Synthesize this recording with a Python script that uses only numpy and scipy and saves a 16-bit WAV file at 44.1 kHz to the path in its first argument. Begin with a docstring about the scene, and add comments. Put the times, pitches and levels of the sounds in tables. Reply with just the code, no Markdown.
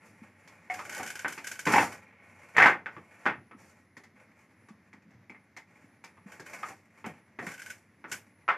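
"""A wooden handloom worked by hand in a small hard-walled room.
Knocks and sliding threads lead to a rasp of snapping threads as the beater is pushed back.
It clatters against its stop, then is pulled hard onto the cloth, with a lighter beat soon after.
Hands, cords, rods and treadles then give knocks, ticks and thuds, until threads snap again and one beat closes.
Impacts are shaped noise and dying sines, slips are snaps with reed rings, and sliding is a dense grain of catches."""
import sys
import numpy as np
from scipy import signal
from scipy.fft import irfft
from scipy.io import wavfile

SR = 44100
rng = np.random.default_rng(int(sys.argv[2]) if len(sys.argv) > 2 else 0)


def generate_wav(sig):
    """Save sig (samples, or channels by samples) to the path in sys.argv[1] as 16-bit PCM at SR."""
    pcm = np.round(np.clip(np.atleast_2d(sig).T, -1, 1) * 32767).astype(np.int16)
    wavfile.write(sys.argv[1], SR, pcm)


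N = 377937

# modes of the loom frame: pitch_hz [Hz], level_db [dB, relative]
FRAME = [(178, -2), (242, -1), (298, 0), (380, -3), (765, -7), (814, -6), (903, -4), (1155, -2), (1324, -1),
         (1476, -1), (1533, -2), (1665, -4), (1814, 1), (1844, 2), (1922, -4), (2081, 2), (2280, 0),
         (2600, 2), (3400, 4)]
# colour of the low body of a knock or thud: frequency_hz [Hz], density_db [dB per Hz, relative]
THUMP = [(30, -34.5), (60, -18), (95, -4), (180, -0.5), (320, 1.5), (520, -3.5), (900, -14.5),
         (3000, -51.5)]
# colour of a thread's snap and of hissing fibre: frequency_hz [Hz], density_db [dB per Hz, relative]
SNAP = [(80, -12.5), (200, -2.5), (1000, -2), (3100, 0), (4100, -6.5), (4900, 1), (7200, 4.5), (8200, -1.5),
        (13000, -6.5)]

TAPS = 4096  # length of the colouring clicks, samples
HZ = np.fft.rfftfreq(TAPS, 1 / SR)
AGE = np.arange(SR * 2 // 5) / SR  # seconds since an event began


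def amp(db):
    """Decibels to gain."""
    return 10 ** (np.asarray(db) / 20)


def unit(x):
    """Scales to energy 1 along time."""
    return x / np.linalg.norm(x, axis=-1, keepdims=True)


def read(points, hz):
    """Reads a table on a log-frequency axis."""
    f, value = np.transpose(points)
    return np.interp(np.log(hz + 1), np.log(f), value)


def add(mix, s, sound):
    """Mixes a sound in at time s."""
    part = mix[:, max(round(s * SR), 0):][:, :sound.shape[-1]]
    part += sound[..., :part.shape[-1]]


def colour(points, extra_db=0):
    """A gain for each frequency, with mean power 1."""
    gain = amp(read(points, HZ) + extra_db)
    return gain / np.sqrt(np.mean(gain ** 2))


def click(*gains):
    """The causal (minimum-phase) click whose power spectrum is the sum of the given parts."""
    power = sum(g ** 2 for g in gains)
    log_gain = np.log(power + 1e-14) / 2
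    circle = np.concatenate([log_gain, log_gain[-2:0:-1]])
    spectrum = np.exp(np.conj(signal.hilbert(circle)))
    return irfft(spectrum[:len(HZ)])


def through(x, response):
    """Convolves both channels with one response."""
    return signal.fftconvolve(x, response[None], axes=1)[:, :x.shape[1]]


def ring(modes, rise_s=0.001):
    """Dying sines, struck with random sign, that take a moment to build; energy 1."""
    sines = 0
    for hz, db, t60 in modes:
        decay = amp(db - 60 * AGE / t60)
        sines = sines + rng.choice([-1, 1]) * decay * np.sin(2 * np.pi * hz * AGE)
    return unit(sines * (1 - np.exp(-AGE / rise_s)))


def contact(first_db, chatter_t60, rise_s, room_db):
    """One impact inside a swelling chatter of loose parts, and the room's tail, at two microphones."""
    # decay of the room's tail: frequency_hz [Hz], t60_s [s]
    room_decay = [(100, 0.42), (400, 0.31), (1000, 0.21), (2500, 0.2), (7000, 0.18), (13000, 0.23)]
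    tail_rise_s = 0.0054
    tiny = rng.standard_normal(len(AGE)) * (rng.random(len(AGE)) < 1 / 10)
    near = unit(tiny * amp(-60 * AGE / chatter_t60) * (1 - np.exp(-AGE / rise_s)))
    near[round(rise_s * SR)] += amp(first_db)
    # the tail is noise that dies at its own pace in each band, independent at each microphone
    hz, t, z = signal.stft(rng.standard_normal((2, len(AGE))), SR, nperseg=256)
    dying = z * amp(-60 * t / read(room_decay, hz)[:, None])
    tail = signal.istft(dying, SR, nperseg=256)[1][:, :len(AGE)]
    tail = unit(tail * (1 - np.exp(-AGE / tail_rise_s)))
    return unit(near + amp(room_db) * tail)


def drift(per_s):
    """Slow random wander: straight lines between per_s random points of spread 1 each second."""
    knots = rng.standard_normal(N // 100)
    return np.interp(np.arange(N) / SR * per_s, np.arange(len(knots)), knots)


def air(air_db=-63.5, swell_db=-2.05, shrill_db=-88, shrill_swell_db=8):
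    """The room's quiet, restless background noise, and a faint high shrill that comes and goes."""
    # colour of the background: frequency_hz [Hz], density_db [dB per Hz, relative]
    air_colour = [(30, -17), (65, -17), (97, 6), (135, -4.5), (200, 2.5), (480, -13), (1300, -16.5),
                  (2100, -10.5), (2500, -21), (3100, -30), (4000, -32), (6200, -31), (8500, -47.5),
                  (13000, -38)]
    # colour of the faint high band: frequency_hz [Hz], density_db [dB per Hz, relative]
    shrill_colour = [(8500, -48.5), (10100, -10), (10550, -0.5), (11000, -13), (12500, -49)]
    room = through(rng.standard_normal((2, N)), click(colour(air_colour)))
    shrill = through(rng.standard_normal((2, N)), click(colour(shrill_colour)))
    room_gain = amp(air_db + swell_db * drift(17))
    shrill_gain = amp(shrill_db + shrill_swell_db * np.tanh(drift(9)))
    return room_gain * room + shrill_gain * shrill


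def rubbing():
    """Gains of hiss and scrape: every rub starts, its hiss grows, and it dies away over a restless rustle."""
    # threads and hands slide over the loom: start_s [s], length_s [s],
    # hiss_db, scrape_db [dB, before the trims in sliding()]
    rub_rows = [(0, 0.7, -76.5, -62), (.04, .03, -66, -68), (.70, .36, -53.5, -47),
                (1.12, 0.47, -61.5, -59), (1.669, .15, -40, -37), (1.9, .3, -95, -61),
                (2.22, .33, -70, -57), (2.544, .06, -64, -35), (2.9, .38, -73, -59.5),
                (3.568, 0.13, -65.5, -62), (4.15, .09, -80, -63), (4.347, 0.063, -76, -67),
                (5.662, 0.2, -78, -66.5), (6.261, 0.081, -63, -52.5), (6.446, .25, -58, -52),
                (6.934, 0.13, -78, -68), (7.047, 0.028, -69, -48), (7.393, 0.12, -56.5, -49.5),
                (7.6, .1, -61, -63), (8.07, .05, -66, -62)]
    attack_s, release_db_per_s = .025, 170
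    hiss_swell_db = 4.5  # the hiss grows by this much as a stroke gathers speed
    # the cloth is never quite still
    rustle_hiss_db, rustle_scrape_db, rustle_swell_db = -89, -76, 4.5
    gains = amp(np.array([[rustle_hiss_db], [rustle_scrape_db]]) + rustle_swell_db * drift(9))
    for s, length, hiss, scrape in rub_rows:
        t = np.arange(SR + round(length * SR)) / SR
        release = amp(-release_db_per_s * np.maximum(t - length, 0))
        stroke = np.minimum(t / attack_s, 1) * release
        swell_db = hiss_swell_db * (np.minimum(t / length, 1) - .5)
        add(gains, s, np.array([amp(hiss + swell_db) * stroke, amp(scrape) * stroke]))
    return gains


def sliding(hiss_db=-1, scrape_db=-1, grain_db=4.5, grains_per_s=2500, uneven_db=2.0):
    """Many tiny catches of fibre hiss in the threads and scrape in the wood."""
    # colour of the scrape: frequency_hz [Hz], density_db [dB per Hz, relative]
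    scrape_colour = [(100, -9.5), (300, -7.5), (700, -0.5), (1300, -0.5), (1900, 2), (2400, 4),
                     (2900, -10.5), (4000, -23), (8000, -62)]
    size_db = grain_db * np.minimum(rng.exponential(1, N), 5)
    sizes = amp(size_db) * (rng.random(N) < grains_per_s / SR)
    grains = sizes * rng.standard_normal(N) * amp(uneven_db * drift(45))
    touch = contact(first_db=-2, chatter_t60=0.041, rise_s=0.0011, room_db=5)
    heard = signal.fftconvolve(grains[None], touch, axes=1)[:, :N]
    heard = unit(heard) * np.sqrt(N)  # mean power 1
    hiss = through(heard, click(colour(SNAP)))
    scrape = through(heard, click(colour(scrape_colour)))
    hiss_gain, scrape_gain = rubbing()
    return hiss * hiss_gain * amp(hiss_db) + scrape * scrape_gain * amp(scrape_db)


def rod(level_db=24):
    """A loose rod is jogged and rings in its bending modes."""
    # jogs of the rod: start_s [s], level_db [dB, before the layer's make-up]
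    rod_taps = [(0.699, -26), (0.997, -35.5)]
    # modes of the rod: pitch_hz [Hz], level_db [dB, relative], t60_s [s]
    rod_modes = [(736, -14, 0.26), (790, -32, 0.48), (2190, -12, 0.12)]
    out = np.zeros((2, N))
    for s, db in rod_taps:
        add(out, s, amp(db + level_db) * ring(rod_modes, rise_s=0.0019))
    return out


def fidgets(db, hz, count, spread_db=2, spread_octaves=.4):
    """Faint touches as the hands rest on the cloth and shift: (start_s, level_db, pitch_hz)."""
    from_s, to_s = 4.9, 5.2
    places = np.linspace(from_s, to_s, count + 1)
    times = rng.uniform(places[:-1], places[1:])
    touches = []
    for s, (force, part) in zip(times, rng.standard_normal((count, 2))):
        touches.append((s, db + spread_db * force, hz * 2 ** (spread_octaves * part)))
    return touches


def thuds(level_db=22, width_octaves=0.25):
    """Soft pushes on treadles and frame boom briefly in the room, each around its own pitch."""
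    # dull thuds of treadles and frame: start_s [s], level_db [dB, before make-up], pitch_hz [Hz]
    thud_rows = [(0.213, -42, 212), (3.374, -40.5, 111), (3.543, -46, 245), (4.70, -43, 195),
                 (4.936, -45.5, 237), (5.057, -47, 186), (5.142, -47, 105), (5.295, -46.5, 239),
                 (5.837, -48, 230), (6.254, -41, 202), (7.062, -34, 224), (7.087, -40, 183),
                 (7.464, -36, 202)]
    out = np.zeros((2, N))
    for s, db, hz in thud_rows + fidgets(db=-56, hz=160, count=4):
        octaves_off = np.log2((HZ + 1) / hz)
        hump_db = -10 * np.log10(1 + (octaves_off / width_octaves) ** 4)
        push = contact(first_db=8.5, chatter_t60=0.17, rise_s=.004, room_db=-3.0)
        boom = through(push, click(colour(THUMP, hump_db)))
        add(out, s, amp(db + level_db) * boom)
    return out


def catches(count=4):
    """The strong slips, and faint strays scattered through each draw: (start_s, snap_db, twang_db)."""
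    # a taut thread or cord catches and slips: start_s [s], snap_db [dB, before make-up]
    slip_rows = [(0.8938, -30), (0.9247, -32), (0.9464, -29), (0.977, -30.5), (1.0284, -29), (1.062, -30),
                 (1.074, -29), (1.101, -27.5), (1.1533, -29.5), (1.1918, -30), (1.28, -28), (1.3227, -29),
                 (1.4436, -32.5), (1.4689, -23.5), (1.514, -26), (1.5915, -26.5), (1.6524, -26.5),
                 (1.923, -37.5), (6.318, -44), (6.4624, -41), (7.059, -38), (7.464, -35), (7.5172, -38),
                 (7.538, -39), (7.6174, -35.5), (7.6605, -36.5), (7.7018, -32), (8.115, -23.5),
                 (8.124, -23.5)]
    # threads drawn tight keep catching: start_s [s], end_s [s], stray_db [dB, before make-up]
    draw_rows = [(.71, 1.1, -36), (1.15, 1.62, -40), (7.46, 7.72, -41)]
    stray_spread_db = 3  # stray slips differ in strength
    # twang re snap at middling force, before the trim in slips(); hard slips are brighter
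    middling_db, twang_db, twang_fall_db_per_db = -29, 3, 0.39
    strays = []
    for start, end, db in draw_rows:
        for k in range(count):
            s = start + (end - start) * (k + rng.random()) / count
            strays.append((s, db + stray_spread_db * rng.standard_normal()))
    return [(s, db, twang_db - twang_fall_db_per_db * (db - middling_db)) for s, db in slip_rows + strays]


def slips(level_db=13, twang_db=-2, reed_db=-3, room_db=0):
    """A caught thread lets go: a bright snap, a broad twang, and a short ring of the plucked reed."""
    # colour of the twang: frequency_hz [Hz], density_db [dB per Hz, relative]
    twang_colour = [(500, -31.5), (1300, -15.5), (1480, 0.5), (1720, -4.5), (1900, -7.5), (2250, -4.5),
                    (2700, -11), (3200, -18), (4000, -26.5)]
    # modes of the reed: pitch_hz [Hz], level_db [dB, relative], t60_s [s]
    reed_modes = [(1510, 3.5, 0.059), (1620, 0.5, 0.066), (2216, -3.5, 0.066), (3040, -7, 0.06)]
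    out = np.zeros((2, N))
    for s, db, twang in catches():
        release = contact(first_db=-16, chatter_t60=.04, rise_s=.002, room_db=room_db)
        snap = click(colour(SNAP), amp(twang + twang_db) * colour(twang_colour))
        sound = through(release, snap)
        sound += amp(twang + reed_db) * ring(reed_modes, rise_s=.004)
        add(out, s, amp(db + level_db) * sound)
    return out


def taps(thud_db=-12, tick_db=-12, ring_db=-6):
    """Fingers tap the wood in passing."""
    touches = fidgets(db=-55, hz=1810, count=4)
    return [(s, db, thud_db, tick_db, hz, ring_db) for s, db, hz in touches]


def rattles(count=6):
    """Each beat takes up slack with a light touch, lands, rocks end to end while pressed home, then settles."""
    # the beater hits its stop or the cloth: start_s [s], level_db [dB, before make-up], slack_s [s],
    # rebound_gap_s [s], rebound_db [dB re blow], rattle_s [s], thud_db, tick_db [dB re blow, before trims],
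    # pitch_hz [Hz, struck part], ring_db [dB re blow]
    beat_rows = [(1.669, -9.5, 0.0038, 0.018, -5, .03, -10, -20, 994, -10),
                 (1.737, -5.5, 0.0046, .0225, .5, .045, -16, -23, 850, -6),
                 (2.581, -1.3, .0155, .0193, 1.5, .08, -25, -29, 1750, -11),
                 (3.263, -9, .008, .012, -8, 0, -17, -35, 1464, -6),
                 (8.487, -10, .008, 0.0093, -4, 0, -32, -39, 1330, -3)]
    first_touch_db, settle_db_per_s = -8, 330  # first touch re the blow; how fast a rattle dies
    far_end_db = -4  # the beater's two ends rebound in turn, one more lightly
    # rebounds come unevenly and land on different parts
    jitter_s, part_spread_octaves = .0007, .3
    parts_hz = np.transpose(FRAME)[0]
    rows = []
    for s, db, slack, gap, rebound_db, length, thud, tick, hz, ring_db in beat_rows:
        # the first touch is softer, but its tick is as strong as the blow's
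        rows.append((s - slack, db + first_touch_db, thud, tick - first_touch_db, hz, ring_db))
        rows.append((s, db, thud, tick, hz, ring_db))
        for k, (late, aim) in enumerate(rng.uniform(-1, 1, (count, 2)), 1):
            settled_db = settle_db_per_s * max(k * gap - length, 0)
            fall_db = rebound_db + far_end_db * (k % 2) - settled_db
            # the frame mode nearest to where this rebound lands
            octaves = np.log2(parts_hz / hz)
            part_hz = parts_hz[np.argmin(abs(octaves - part_spread_octaves * aim))]
            rows.append((s + k * gap + jitter_s * late, db + fall_db, thud, tick, part_hz, ring_db))
    return rows


def knocks(level_db=15, thud_db=4, tick_db=1, focus_db=7, focus_octaves=0.24,
           frame_db=-14, part_t60=0.098, light_t60=0.17):
    """Each blow favours the struck part's range, with a thud below and a tick above; part and frame ring on."""
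    # knocks of shuttle, rods and hands on wood: start_s [s], level_db [dB, before make-up],
    # thud_db, tick_db [dB re blow, before trims], pitch_hz [Hz, struck part], ring_db [dB re blow]
    knock_rows = [(0.475, -42.5, -27, -4.5, 2160, -11), (0.699, -24, -30, -19.5, 2060, -18),
                  (0.791, -25.5, -29, -15, 1250, -6), (0.997, -25.5, -11, -19, 770, 0.5),
                  (1.246, -16.5, -17, -35, 1544, -5), (1.377, -27, -15.5, -12.5, 2520, -16),
                  (2.859, -22, -24, -32, 1476, -10), (2.965, -33, -6, -35, 1154, -4),
                  (3.511, -37, -9.5, -32, 1300, -5), (3.967, -37, -9.5, -10, 1895, -9),
                  (4.035, -43, -19.5, -8.5, 1990, -8), (4.685, -42.5, -11.5, -11.5, 1137, -8),
                  (4.929, -40.5, -14, -16.5, 1990, -13), (5.296, -36, -12, -19, 2280, 0),
                  (5.346, -42, -20, -32, 2110, 0), (5.565, -32, -17, -10, 2070, -4.5),
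                  (6.039, -33.5, -28, -8.5, 2290, -11), (6.17, -45, -11, -28, 1100, -14),
                  (6.396, -35, -5.5, -6.5, 1633, -2.5), (6.534, -30, -26, -15, 2200, -2),
                  (6.63, -23, -27, -22, 1245, -3), (6.704, -35, -11, -25, 779, 1),
                  (7.042, -27, -8, -30, 766, -7), (7.061, -33, -8, -22, 731, -1),
                  (7.388, -24, -11, -25.5, 1880, -7), (7.423, -37, 0, -14, 710, 2),
                  (7.467, -27, -15, -15, 2140, -14), (8.041, -30.5, -9, -40, 1464, -5.5),
                  (8.118, -30, -16, -15, 1576, -11)]
    # colour of the woody middle: frequency_hz [Hz], density_db [dB per Hz, relative]
    wood_colour = [(150, -36.5), (420, -11.5), (660, -8), (850, -0.5), (1400, -4), (2200, -2.5), (2600, -9),
                   (3000, -16.5), (3450, -22), (4000, -31), (5200, -31.5), (7500, -54.5)]
    # colour of the tick: frequency_hz [Hz], density_db [dB per Hz, relative]
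    tick_colour = [(1500, -37), (3000, -1), (4000, -2), (5000, 1.5), (7000, 0), (8200, -8), (13000, -14.5)]
    out = np.zeros((2, N))
    frame_modes = [(hz, db, .19) for hz, db in FRAME]  # all with a t60 of 0.19 s
    for s, db, thud, tick, hz, ring_db in rattles() + knock_rows + taps():
        # a hard blow presses the parts together and damps them; a lightly touched part rings longer
        t60 = np.interp(db, [-35, -15], [light_t60, part_t60])
        focus = focus_db * np.exp(-(np.log2((HZ + 1) / hz) / focus_octaves) ** 2)
        blow = click(colour(wood_colour, focus), amp(thud + thud_db) * colour(THUMP))
        first_db = np.interp(db, [-25, -5], [-5, -1])  # hard blows land in one crack, light ones scuff
        impact = contact(first_db, chatter_t60=0.091, rise_s=.001, room_db=1.5)
        sound = through(impact + amp(frame_db) * ring(frame_modes), blow)
        sound += amp(ring_db) * ring([(hz, 0, t60)])
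        # jolted threads tick just after the blow
        shaken = contact(first_db=-19, chatter_t60=.06, rise_s=.004, room_db=-0.5)
        sound += amp(tick + tick_db) * through(shaken, click(colour(tick_colour)))
        add(out, s, amp(db + level_db) * sound)
    return out


def scene():
    """The whole loom in its room."""
    return air() + sliding() + rod() + thuds() + slips() + knocks()


def record(dry, side_db=-8, split_hz=3900, low_cut_hz=70, edge_hz=13300):
    """One microphone feeds both channels; the other adds width in the treble; then low cut and band limit."""
    side_lag = 24  # samples
    treble = signal.butter(12, split_hz, "high", fs=SR, output="sos")
    side = amp(side_db) * signal.sosfilt(treble, np.roll(dry[1], side_lag))
    low_cut = signal.butter(3, low_cut_hz, "high", fs=SR, output="sos")
    pair = signal.sosfilt(low_cut, [dry[0] + side, dry[0] - side])
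    band_limit = signal.firwin(511, edge_hz, window=("kaiser", 9), fs=SR)
    return signal.oaconvolve(pair, band_limit[None], "same")


dry = scene()
out = record(dry)
generate_wav(out)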